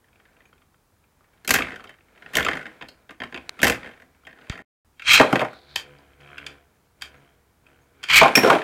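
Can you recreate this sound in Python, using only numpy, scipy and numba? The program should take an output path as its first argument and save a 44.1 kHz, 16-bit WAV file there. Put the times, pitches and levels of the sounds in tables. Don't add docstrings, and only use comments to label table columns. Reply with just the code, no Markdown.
import sys
import numpy as np
from scipy import signal
from scipy.fft import rfft, irfft
from scipy.io import wavfile
from scipy.ndimage import uniform_filter1d
from numba import njit

SR = 44100
rng = np.random.default_rng(int(sys.argv[2]) if len(sys.argv) > 2 else 0)


def amplitude_ratio(level_db):
    exponent = np.asarray(level_db, float) / 20
    return 10 ** exponent


def to_wav(s):
    ch = np.atleast_2d(s).T
    pcm = np.round(np.clip(ch, -1, 1) * 32767)
    wavfile.write(sys.argv[1], SR, pcm.astype(np.int16))


N = 380583

# frequency in Hz, width in Hz, level in dB.
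BOWL = [(71, 23, -13.5), (136, 58, -4), (218, 150, -4), (289, 65, -0.5), (344, 60, -1), (468, 63, 1),
        (606, 84, -2), (763, 140, -3), (1015, 82, -4.5)]
# frequency in Hz, width in Hz, level in dB.
TOPS = [(1200, 320, -3.5), (1480, 300, 5), (1800, 270, -1.5), (2150, 300, 0.5), (2480, 410, -2),
        (2728, 400, -3.5), (3150, 270, 2)]
# time in seconds, wobble in dB.
SPIN = [(4.9, -85), (5.5, -63), (5.62, -60), (5.85, -53.5), (6.17, -64), (6.22, -54), (6.4, -52),
        (6.52, -51), (6.66, -68.5), (6.95, -76), (7.05, -56), (7.2, -59), (7.4, -70), (7.6, -74.5),
        (7.7, -62), (7.88, -68), (7.96, -63.5), (8.1, -59)]
# fade starts, silence starts, sound is back, all in seconds.
CUT = (4.622, 4.648, 4.848)


def level(x, db):
    return x * amplitude_ratio(db) / np.sqrt(np.mean(x ** 2))


def peak(x):
    return x / np.abs(x).max()


def band(x, lo_hz, hi_hz):
    return signal.sosfilt(signal.butter(2, [lo_hz, min(hi_hz, .49 * SR)], "band", fs=SR, output="sos"), x)


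def body(x, modes, widen):
    out = 0
    for k, (hz, width, db) in enumerate(modes):
        out = out + (-1) ** k * amplitude_ratio(db) * band(x, hz - min(widen * width, hz) / 2, hz + widen * width / 2)
    return out


def curve(table):
    s, *columns = np.transpose(table)
    t = np.arange(N) / SR
    gate = uniform_filter1d(((t > s[0]) & (t < s[-1])) * 1., size=400)
    return gate, [np.interp(t, s, c) for c in columns]


def pulses(hz, jitter, scatter_db):
    waver = uniform_filter1d(rng.standard_normal(N), size=64) * 8
    turns = np.cumsum(hz * np.clip(1 + jitter * waver, .1, 3)) / SR
    sizes = amplitude_ratio(scatter_db * rng.standard_normal(N))
    return (np.diff(np.floor(turns), prepend=0) > 0) * sizes


def grains(rate, spread_db):
    chance, size, sign = rng.random(N), rng.exponential(size=N), rng.standard_normal(N)
    return (chance < rate / SR) * amplitude_ratio(spread_db * size) * np.sign(sign)


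def add(out, s, sound):
    i = int(s * SR)
    out[i:i + len(sound)] += sound[:N - i]


def rubbing():
    # time in seconds, pressure in dB.
    press = [(0.0, -77.5), (0.36, -66.5), (0.84, -86), (1.48, -67), (1.63, -39.5), (2.0, -74), (2.3, -53.5),
             (2.48, -37), (2.63, -52.5), (2.92, -63.5), (3.15, -75), (3.27, -59), (3.56, -57), (3.75, -43),
             (4.06, -68), (4.25, -69.5), (4.48, -57.5), (4.62, -64)]
    # time in seconds, pressure in dB.
    skids = [
        [(5.03, -76), (5.18, -37.5), (5.26, -35), (5.34, -36), (5.49, -52), (5.6, -71.5)],
        [(8.1, -58.5), (8.23, -26.5), (8.34, -35.5), (8.47, -24), (8.55, -27.5), (8.63, -41.5)],
    ]
    # frequency in Hz, width in Hz, level in dB.
    scrape_top = [(3278, 1500, -8)]
    rumble = level(body(grains(900, spread_db=2.0), BOWL, widen=1.5), 0)
    scrape = level(body(grains(2000, spread_db=1.8), TOPS[:6] + scrape_top, widen=1.2), 0)
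    grit = level(band(grains(7500, spread_db=1.5), 3000, 10000), 0)
    skid_rumble = band(rumble, 180, 3000)
    lone = [(s, db - 4) for s, db in SPIN]
    # path, bowl sound, rumble dB and grit dB at the reference pressure
    paths = [(press, rumble, -51.5, -67), (lone, rumble, -53, -67)]
    paths += [(skid, skid_rumble, -46, -67.5) for skid in skids]
    out = 0
    for table, bowl, rumble_db, grit_db in paths:
        gate, (db,) = curve(table)
        over_db = db + 50
        low = amplitude_ratio(rumble_db + 0.84 * over_db) * bowl
        high = amplitude_ratio(grit_db + 0.96 * over_db) * grit
        out = out + gate * (low + amplitude_ratio(db) * scrape + high)
    return out


def air():
    # frequency in Hz, level in dB per Hz.
    murmur = [(15, -25), (40, -6.5), (70, -2), (190, -10), (677, -20), (840, -16.5), (1330, -19.5),
              (2760, -29), (16000, -33.5)]
    hz, db = np.transpose(murmur)
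    f = np.arange(N // 2 + 1) * SR / N + 1
    shaped = rfft(rng.standard_normal(N)) * amplitude_ratio(np.interp(np.log(f), np.log(hz), db))
    hiss = level(band(rng.standard_normal(N), 4400, 23000), -78.5)
    return level(irfft(shaped, N), -64) + hiss


def blow(s, hz, boom_db, crack_db, chatter_s, snap, bright):
    t = np.arange(4000) / SR
    noise = rng.standard_normal((3, len(t)))
    to_zero = np.cos(np.pi / 2 * t / t[-1])
    launched = s > CUT[0]
    tail = (22 * chatter_s if snap else 0.04) * np.exp(-t / 0.061) * to_zero
    onset = 1 - np.exp(-t / (0.0008 if snap else 0.00025))
    push = (np.exp(-t / chatter_s) + tail) * onset
    near_db, upper_db = (3.5, 3.5) if snap else (7, 0)
    struck = [(f, w, g + upper_db * np.log2(f / 700) - near_db * abs(np.log2(f / hz)))
              for f, w, g in TOPS + bright]
    contacts = noise[0] * abs(noise[0]) * push
    own = band(contacts, .85 * hz, 1.15 * hz)
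    clack = peak(body(contacts, struck, widen=0.85)) + (0.15 if snap else 0.75) * peak(own)
    if snap:
        clack = clack + 0.6 * peak(band(contacts, 1000, 5500))
    tilt_db = 4 * launched
    rung = [(f, w, g + tilt_db * np.log2(f / 400)) for f, w, g in BOWL]
    boom = body(noise[1] * np.exp(-t / (3 * chatter_s)), rung, widen=1.276)
    crack = band(noise[2], 3500, 9700) + 0.73 * amplitude_ratio(0.4 * crack_db) * band(noise[2], 9000, 13000)
    crack = crack * push ** 0.66 * np.exp(-t / 0.12)
    thud = band(noise[1] * np.exp(-t / 0.038), 52, 210) * to_zero
    thud_db = -39 if launched else -23
    return (peak(clack) + amplitude_ratio(boom_db) * peak(boom) + amplitude_ratio(crack_db) * peak(crack)
            + amplitude_ratio(thud_db) * peak(thud))


def knocks():
    # start in seconds, peak in dB, pitch in Hz.
    ticks = [(0.0424, -52.5, 1620), (0.0837, -55, 2110), (0.157, -48, 2480), (0.1986, -47, 1590),
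             (0.2531, -49, 1620), (0.367, -50, 2360), (0.405, -45, 1890), (0.4199, -54, 2150),
             (0.455, -47.5, 2160), (0.5284, -43, 1420), (0.6177, -51.5, 1450), (0.7427, -49.5, 1380),
             (1.0394, -55, 2420), (1.2063, -49, 1230), (1.3744, -55.5, 2100), (0.129, -51, 2500),
             (0.286, -55, 1680), (0.33, -59, 2200), (0.58, -53, 2500), (1.242, -54, 1600),
             (1.332, -55, 2200), (1.6462, -23, 1800), (1.872, -37, 3200), (1.94, -44, 1500),
             (1.986, -48, 1500), (2.007, -46, 2400), (2.083, -52, 1500), (2.128, -59.5, 2500),
             (2.159, -47, 1600), (2.176, -45, 1500)]
    # start in seconds, peak in dB, pitch in Hz, crack in dB over clack.
    clashes = [(1.4478, -32, 1890, -6), (1.477, -14.5, 2560, -1.5), (1.492, -11.5, 2150, -1.5),
               (1.5071, -4, 1490, -2), (1.5402, -6.5, 2150, -1), (1.5521, -9.5, 1560, -9.5),
               (1.5595, -9.5, 1530, -5.5), (1.5868, -10.5, 1520, -18), (1.605, -17.5, 1360, -22),
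               (1.6213, -14.5, 2520, -21.5), (1.706, -25, 1550, -26), (1.7411, -29, 1990, -28.5),
               (1.7594, -28.5, 1960, -15.5), (1.7958, -34, 1340, -25), (1.8405, -33, 1400, -14),
               (1.8932, -32.5, 1640, -17.5), (2.2225, -34, 1750, -27), (2.2613, -29.5, 1780, -31.5),
               (2.3354, -24.5, 1600, -9), (2.3538, -8.5, 3040, -8), (2.369, -7, 1730, -4),
               (2.3837, -8.5, 1670, -19), (2.4054, -13.5, 1510, -24), (2.4276, -20.5, 3110, -10.5),
               (2.448, -14, 2200, -16.5), (2.4646, -9.5, 1430, -30), (2.4851, -10, 1570, -20.5),
               (2.5326, -16, 1500, -23.5), (2.5705, -19.5, 1740, -21), (2.6558, -26, 1610, -31.5)]
    # start in seconds, peak in dB, pitch in Hz, crack in dB over clack.
    collisions = [(1.6692, -27, 1490, -25), (1.684, -27, 1600, -25), (1.7195, -28, 1900, -25),
                  (1.73, -31, 1500, -25), (1.805, -36, 1500, -25), (1.853, -38, 1500, -25),
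                  (1.905, -40, 1500, -25), (2.344, -26, 2000, -10), (2.396, -16, 1900, -15),
                  (2.5125, -19, 2000, -20), (2.5539, -23, 1730, -20), (2.592, -28, 1800, -20),
                  (2.612, -30, 1700, -20), (2.628, -31, 1700, -20), (2.6651, -27, 1900, -25),
                  (3.601, -27, 3100, -20), (3.651, -8, 1700, -15), (3.721, -17, 1900, -15),
                  (3.745, -24, 1500, -20), (3.845, -29, 1600, -25), (3.86, -30, 1600, -25),
                  (3.873, -30, 1600, -22), (3.89, -36, 1600, -25), (3.912, -38, 1500, -25),
                  (3.936, -41, 1700, -25), (3.9751, -46, 1490, -25), (4.1462, -54, 1560, -25),
                  (4.2355, -50, 1310, -25), (4.251, -42, 3000, -25), (4.2929, -44, 1500, -25),
                  (4.31, -44, 1600, -25), (4.3622, -47, 1740, -25), (4.3737, -44, 1800, -25),
                  (4.412, -45, 3500, -25), (4.4196, -42, 1740, -25), (4.4435, -46, 1500, -25),
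                  (4.4685, -44, 1550, -25), (4.484, -46, 2400, -25), (4.506, -36, 1700, -25),
                  (4.537, -35, 1700, -25), (4.5767, -32, 1460, -18), (4.603, -37, 1700, -25),
                  (2.7534, -48, 1900, -37.5), (2.8114, -27.5, 1560, -35.5), (2.823, -24, 2100, -24),
             (2.8862, -34.5, 3980, -7), (3.0927, -30.5, 1685, -28.5), (3.1074, -30.5, 1480, -15.5),
             (3.2025, -23.5, 1540, -25.5), (3.2185, -18, 1840, -32), (3.2359, -23.5, 1500, -20.5),
             (3.3248, -26, 1595, -30), (3.3444, -22, 2170, -22), (3.3608, -27, 2347, -22.5),
             (3.3755, -25.5, 2502, -25.5), (3.5913, -26, 1420, -18.5), (3.617, -19, 2378, -4.5),
             (3.631, 1, 1699, -10.5), (3.6437, -5, 1634, -6.5), (3.669, -9, 1480, -7.5),
             (3.6794, -10.5, 2360, -6), (3.698, -5.5, 2229, -10.5), (3.8311, -28, 1520, -37.5),
             (4, -41, 1580, -16), (4.0203, -39, 1800, -15.5), (4.269, -32.5, 1750, -18.5),
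             (4.3284, -37.5, 1920, -28), (4.3869, -40.5, 1410, -36), (4.5229, -28.5, 1440, -22),
             (4.554, -29.5, 1850, -26), (4.59, -29, 1696, -27.5), (4.6166, -45.5, 1370, -18)]
    # start in seconds, peak in dB, pitch in Hz, boom in dB over clack.
    landings = [(4.996, -29, 2220, -21.5), (5.021, -27, 2440, -30), (5.198, -1, 1770, 4.5),
                (5.2124, -1.5, 1260, -12.5), (5.3273, -7, 1300, -0.5), (5.3567, -8.5, 1530, -6),
                (5.3934, -14.5, 2530, -12), (5.4058, -17, 1390, -3.5), (5.4145, -15.5, 1730, 7),
                (5.4485, -24, 1510, 0), (5.5317, -33.5, 1360, -25), (5.9861, -47.5, 4400, 1),
                (6.3807, -25, 2370, -42), (7.142, -40.5, 1500, -8), (7.666, -43.5, 2360, -18),
                (8.2137, -1, 1090, 0.5), (8.2311, -0.5, 1413, -4), (8.2583, -8.5, 1120, -2),
                (8.2807, -13, 1510, -9), (8.3535, 2.5, 2480, -19.5), (8.3745, -5, 1700, 0),
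                (8.4325, -10, 1600, 1), (8.4466, -7.5, 1370, -5), (8.461, -14.5, 1290, -2.5),
                (8.4751, -12, 1270, 5.5), (8.5009, 0, 1024, -8.5), (8.5282, -10, 1600, 3.5),
                (8.551, -15, 2380, 3.5), (8.5856, -22.5, 1410, -17), (8.6174, -22, 2040, -18.5)]
    # start in seconds, peak in dB, pitch in Hz, crack in dB, chatter in seconds.
    snaps = [
        (4.4978, -21, 1800, -28, 0.0007),
        (5.7588, -8, 4470, -13, 0.0017),
        (6.4651, -20, 2270, -23, 0.0031),
        (7.0206, -18.5, 2800, -13, .002),
        (8.038, -18.5, 2400, -18, 0.0025),
        (7.012, -36.5, 2400, -20, .002),
        (8.031, -28.5, 1600, -18.5, 0.0026),
        (8.087, -19.5, 2500, -19, .002),
        (8.378, -14, 2400, -12, 0.0036),
        (6.209, -45, 2500, -23, .002),
    ]
    # frequency in Hz, width in Hz, level in dB.
    bright = [(3670, 500, -6.5), (4520, 500, -8.5), (5080, 450, -14), (6500, 630, -14)]
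    blows = [(s, db, hz, -11, -33, .0043, False) for s, db, hz in ticks]
    blows += [(s, db, hz, -11.5, crack, .0038, False) for s, db, hz, crack in clashes]
    blows += [(s, db, hz, -9, crack, .0038, False) for s, db, hz, crack in collisions]
    blows += [(s, db, hz, boom - 3, -19.5, .0043, False) for s, db, hz, boom in landings]
    blows += [(s, db, hz, -24, crack, chatter, True) for s, db, hz, crack, chatter in snaps]
    out = np.zeros(N)
    for s, db, *how in blows:
        add(out, s - .0008, amplitude_ratio(db) * blow(s, *how, bright))
    return out


def rim():
    # frequency in Hz, level in dB, 60 dB decay in seconds.
    partials = [(2480, -3, .05), (5486, -1.5, .16), (5440, -9, .08), (5631, -9.5, .2), (5330, -16, .08),
                (12460, -15, .14), (12330, -20, .1)]
    # start in seconds, level in dB.
    hits = [
        (8.354, -7.5),
        (8.432, -27),
        (8.475, -33),
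    ]
    # start in seconds, level in dB, frequency in Hz, 60 dB decay in seconds.
    chimes = [
        (1.448, -49, 4220, .11),
        (2.885, -47, 4330, .13),
        (2.886, -51, 4480, .09),
        (2.886, -55, 4850, .14),
        (2.887, -53, 5200, .07),
        (7.815, -68, 6560, .1),
        (7.17, -66, 6560, .07),
        (0.455, -66, 6560, .1),
        (2.4485, -28, 7250, .03),
    ]
    out, t = np.zeros(N), np.arange(13000) / SR

    def tone(db, hz, t60):
        flutter = amplitude_ratio(2.5 * level(band(rng.standard_normal(len(t)), 40, 200), 0))
        return amplitude_ratio(db) * flutter * np.sin(2 * np.pi * hz * t) * 1000. ** (-t / t60)

    ring = sum(tone(db, hz, t60) for hz, db, t60 in partials)
    ring = ring + level(band(rng.standard_normal(len(t)), 6000, 15000), -16) * 1000. ** (-t / .22)
    for s, db in hits:
        add(out, s, amplitude_ratio(db) * ring)
    for s, db, hz, t60 in chimes:
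        add(out, s, tone(db, hz, t60))
    return out


def click():
    near_click = (3.4936, -16, .0005)
    s, db, fade = near_click
    out, t = np.zeros(N), np.arange(600) / SR
    add(out, s - fade, amplitude_ratio(db) * peak(band(rng.standard_normal(len(t)) * t * np.exp(-t / fade), 490, 4300)))
    return out


def thump():
    finger = (4.4998, -19, 100, .0024)
    s, db, hz, fade = finger
    out, t = np.zeros(N), np.arange(3000) / SR
    add(out, s, amplitude_ratio(db) * np.e * band(np.sin(2 * np.pi * hz * t) * np.exp(-t / fade), 35, 3000))
    return out


def lone_top():
    # multiple of the spin rate, level in dB.
    harmonics = [(1, 0.5), (2, 0), (3, -14), (4, -3.5), (5, -4.5), (6, -5.5), (7, -2.5), (8, -13.5),
                 (9, -9), (10, -7), (11, -10), (14, -10)]
    # from in seconds, to in seconds, ticks louder by dB.
    rough_patch = (6.2, 6.45, 8.3)
    gate, (hum_db,) = curve(SPIN)
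    hz = 70.7 - 0.96 * (np.arange(N) / SR - SPIN[1][0]) + 0.13 * (hum_db + 65)
    on_patch = curve([rough_patch[:1], rough_patch[1:2]])[0]
    tick_db = -65 + 1.1 * (hum_db + 60) + rough_patch[2] * on_patch
    turns = np.cumsum(hz) / SR

    def wander():
        return level(band(rng.standard_normal(N), 1.9, 4.2), 0)

    hum = sum(amplitude_ratio(db + 3.5 * wander()) * np.sin(2 * np.pi * (k * turns + rng.random()))
              for k, db in harmonics)
    contact = amplitude_ratio(3. * wander()) * np.exp(-(turns % 1) / .14) * rng.standard_normal(N)
    tick = body(contact, BOWL[-1:] + TOPS, widen=1.0)
    return gate * (amplitude_ratio(hum_db + 0.7) * level(hum, 0) + amplitude_ratio(tick_db) * level(tick, 0))


def ripcords():
    # catches, fastest and runs out in seconds, peak in dB, rise in dB per second.
    pulls = [
        (5.084, 5.125, 5.16, -9.5, 800),
        (8.104, 8.155, 8.19, -8.5, 1200),
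    ]
    # frequency in Hz, width in Hz, level in dB.
    housings = [
        [(1500, 400, -8), (2350, 300, 3), (2560, 360, -3.5), (3210, 110, 3.5), (4003, 400, -9.5)],
        [(1540, 680, -2.5), (2325, 220, 11.5), (2850, 280, -6), (3190, 290, 2.5), (4400, 710, -9.5)],
    ]
    # time in seconds, level in dB, width in seconds.
    slips = [
        (5.088, -5, .003),
        (5.1, -4, .003),
        (5.128, -8, .003),
        (5.17, -4, .004),
        (5.178, 5, .003),
        (8.11, -5, .003),
        (8.121, -8, .002),
        (8.127, -7, .003),
        (8.153, -9, .003),
        (8.196, -3, .003),
    ]
    out = 0
    t = np.arange(N) / SR
    for (catch, fast, end, peak_db, rise), housing in zip(pulls, housings):
        early = np.maximum(catch - t, 0)
        db = peak_db + np.maximum(-rise * early, -20 - 350 * early)
        db = db - 90 * np.clip(fast - t, 0, fast - catch) - 279.5 * np.maximum(t - end, 0)
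        treble_db = -21 + 13.5 * np.exp(-((t - fast - .015) / .028) ** 2) - 150 * early
        teeth = pulses(600, jitter=.4, scatter_db=1.5) + 0.15 * rng.standard_normal(N)
        snag_db = level(band(rng.standard_normal(N), 60, 200), 4)
        slip_db = sum(g * np.exp(-((t - s) / w) ** 2) for s, g, w in slips)
        teeth = teeth * amplitude_ratio(slip_db + snag_db)
        treble = band(teeth, 3300, 9000) + 0.45 * band(teeth, 8500, 13000)
        buzz = band(body(teeth, housing, widen=1.35) + 0.2 * band(teeth, 900, 6000), 800, 12000)
        shake = level(band(rng.standard_normal(N), 20, 140), -29)
        out = out + amplitude_ratio(db) * (level(buzz, 0) + level(treble, 0) * amplitude_ratio(treble_db) + shake)
    return out


def bonks():
    # start in seconds, peak in dB, pitch in Hz.
    drops = [(5.198, -3, 275), (5.211, -1, 799), (5.231, -8, 974), (5.247, -10, 495), (5.329, -16, 151),
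             (5.329, -8, 256), (5.356, -14, 495), (5.393, -17, 563), (5.414, -14, 869), (5.448, -20, 1030),
             (8.216, -3, 746), (8.23, -3, 789), (8.244, -8, 799), (8.257, -5, 716), (8.28, -13, 694),
             (8.372, -6, 266), (8.432, -10, 299), (8.446, -5, 471), (8.46, -9, 433), (8.474, -11, 468),
             (8.488, -7, 606), (8.5, -5, 1100), (8.507, -6, 826), (8.518, -9, 673), (8.527, -9, 565),
             (8.538, -9, 366), (8.55, -8, 810), (8.561, -14, 692)]
    out, t = np.zeros(N), np.arange(3000) / SR
    for s, db, hz in drops:
        ring = band(rng.standard_normal(len(t)) * np.exp(-t / .009), hz / 1.3, hz * 1.3)
        add(out, s - .001, amplitude_ratio(db - 2) * peak(ring))
    return out


def scuff():
    # time in seconds, level in dB.
    slide = [
        (5.5, -62),
        (5.55, -57),
        (5.575, -52),
        (5.6, -60),
        (5.66, -63),
        (5.71, -52),
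        (5.76, -54),
        (5.8, -62),
    ]
    gate, (db,) = curve(slide)
    return gate * amplitude_ratio(db) * level(band(grains(3300, spread_db=3.0), 3500, 4450), 0)


@njit
def walls(x, lags, gain, damp):
    line, soft, out = np.zeros((8, 4096)), np.zeros(8), np.zeros(len(x))
    for i in range(len(x)):
        total = 0.
        for k in range(8):
            soft[k] += (1 - damp) * (gain[k] * line[k, (i - lags[k]) & 4095] - soft[k])
            total += soft[k]
        out[i] = soft[0] - soft[3] + soft[5] - soft[6]
        for k in range(8):
            line[k, i & 4095] = x[i] + soft[k] - total / 4
    return out


def scene():
    loud = knocks() + rim() + ripcords() + bonks()
    lags = np.array([331, 457, 613, 797, 1021, 1283, 1597, 1931])
    room_t60_s, room_damp, room_db = 0.3, 0.51, -12.5
    room = walls(loud + 1e-18, lags, amplitude_ratio(-60 * lags / SR / room_t60_s), room_damp)
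    quiet = rubbing() + air() + click() + thump() + lone_top() + scuff()
    return (loud + amplitude_ratio(room_db) * room + quiet)[None]


def top_cut(x):
    return signal.sosfilt(signal.butter(12, 16470, fs=SR, output="sos"), x)


def record(dry):
    t = np.arange(N) / SR
    fade_s, silent_s, back_s = CUT
    on = np.where(t < fade_s, 1, np.where(t < silent_s, amplitude_ratio(-20), (t > back_s) * 1.))
    clip = .71
    x = dry * on / clip
    x = clip * x / (1 + x ** 6) ** (1 / 6)
    x = signal.sosfilt(signal.ellip(6, .3, 50, 15750, fs=SR, output="sos"), x)
    return top_cut(x)


dry = scene()
out = record(dry)
to_wav(out)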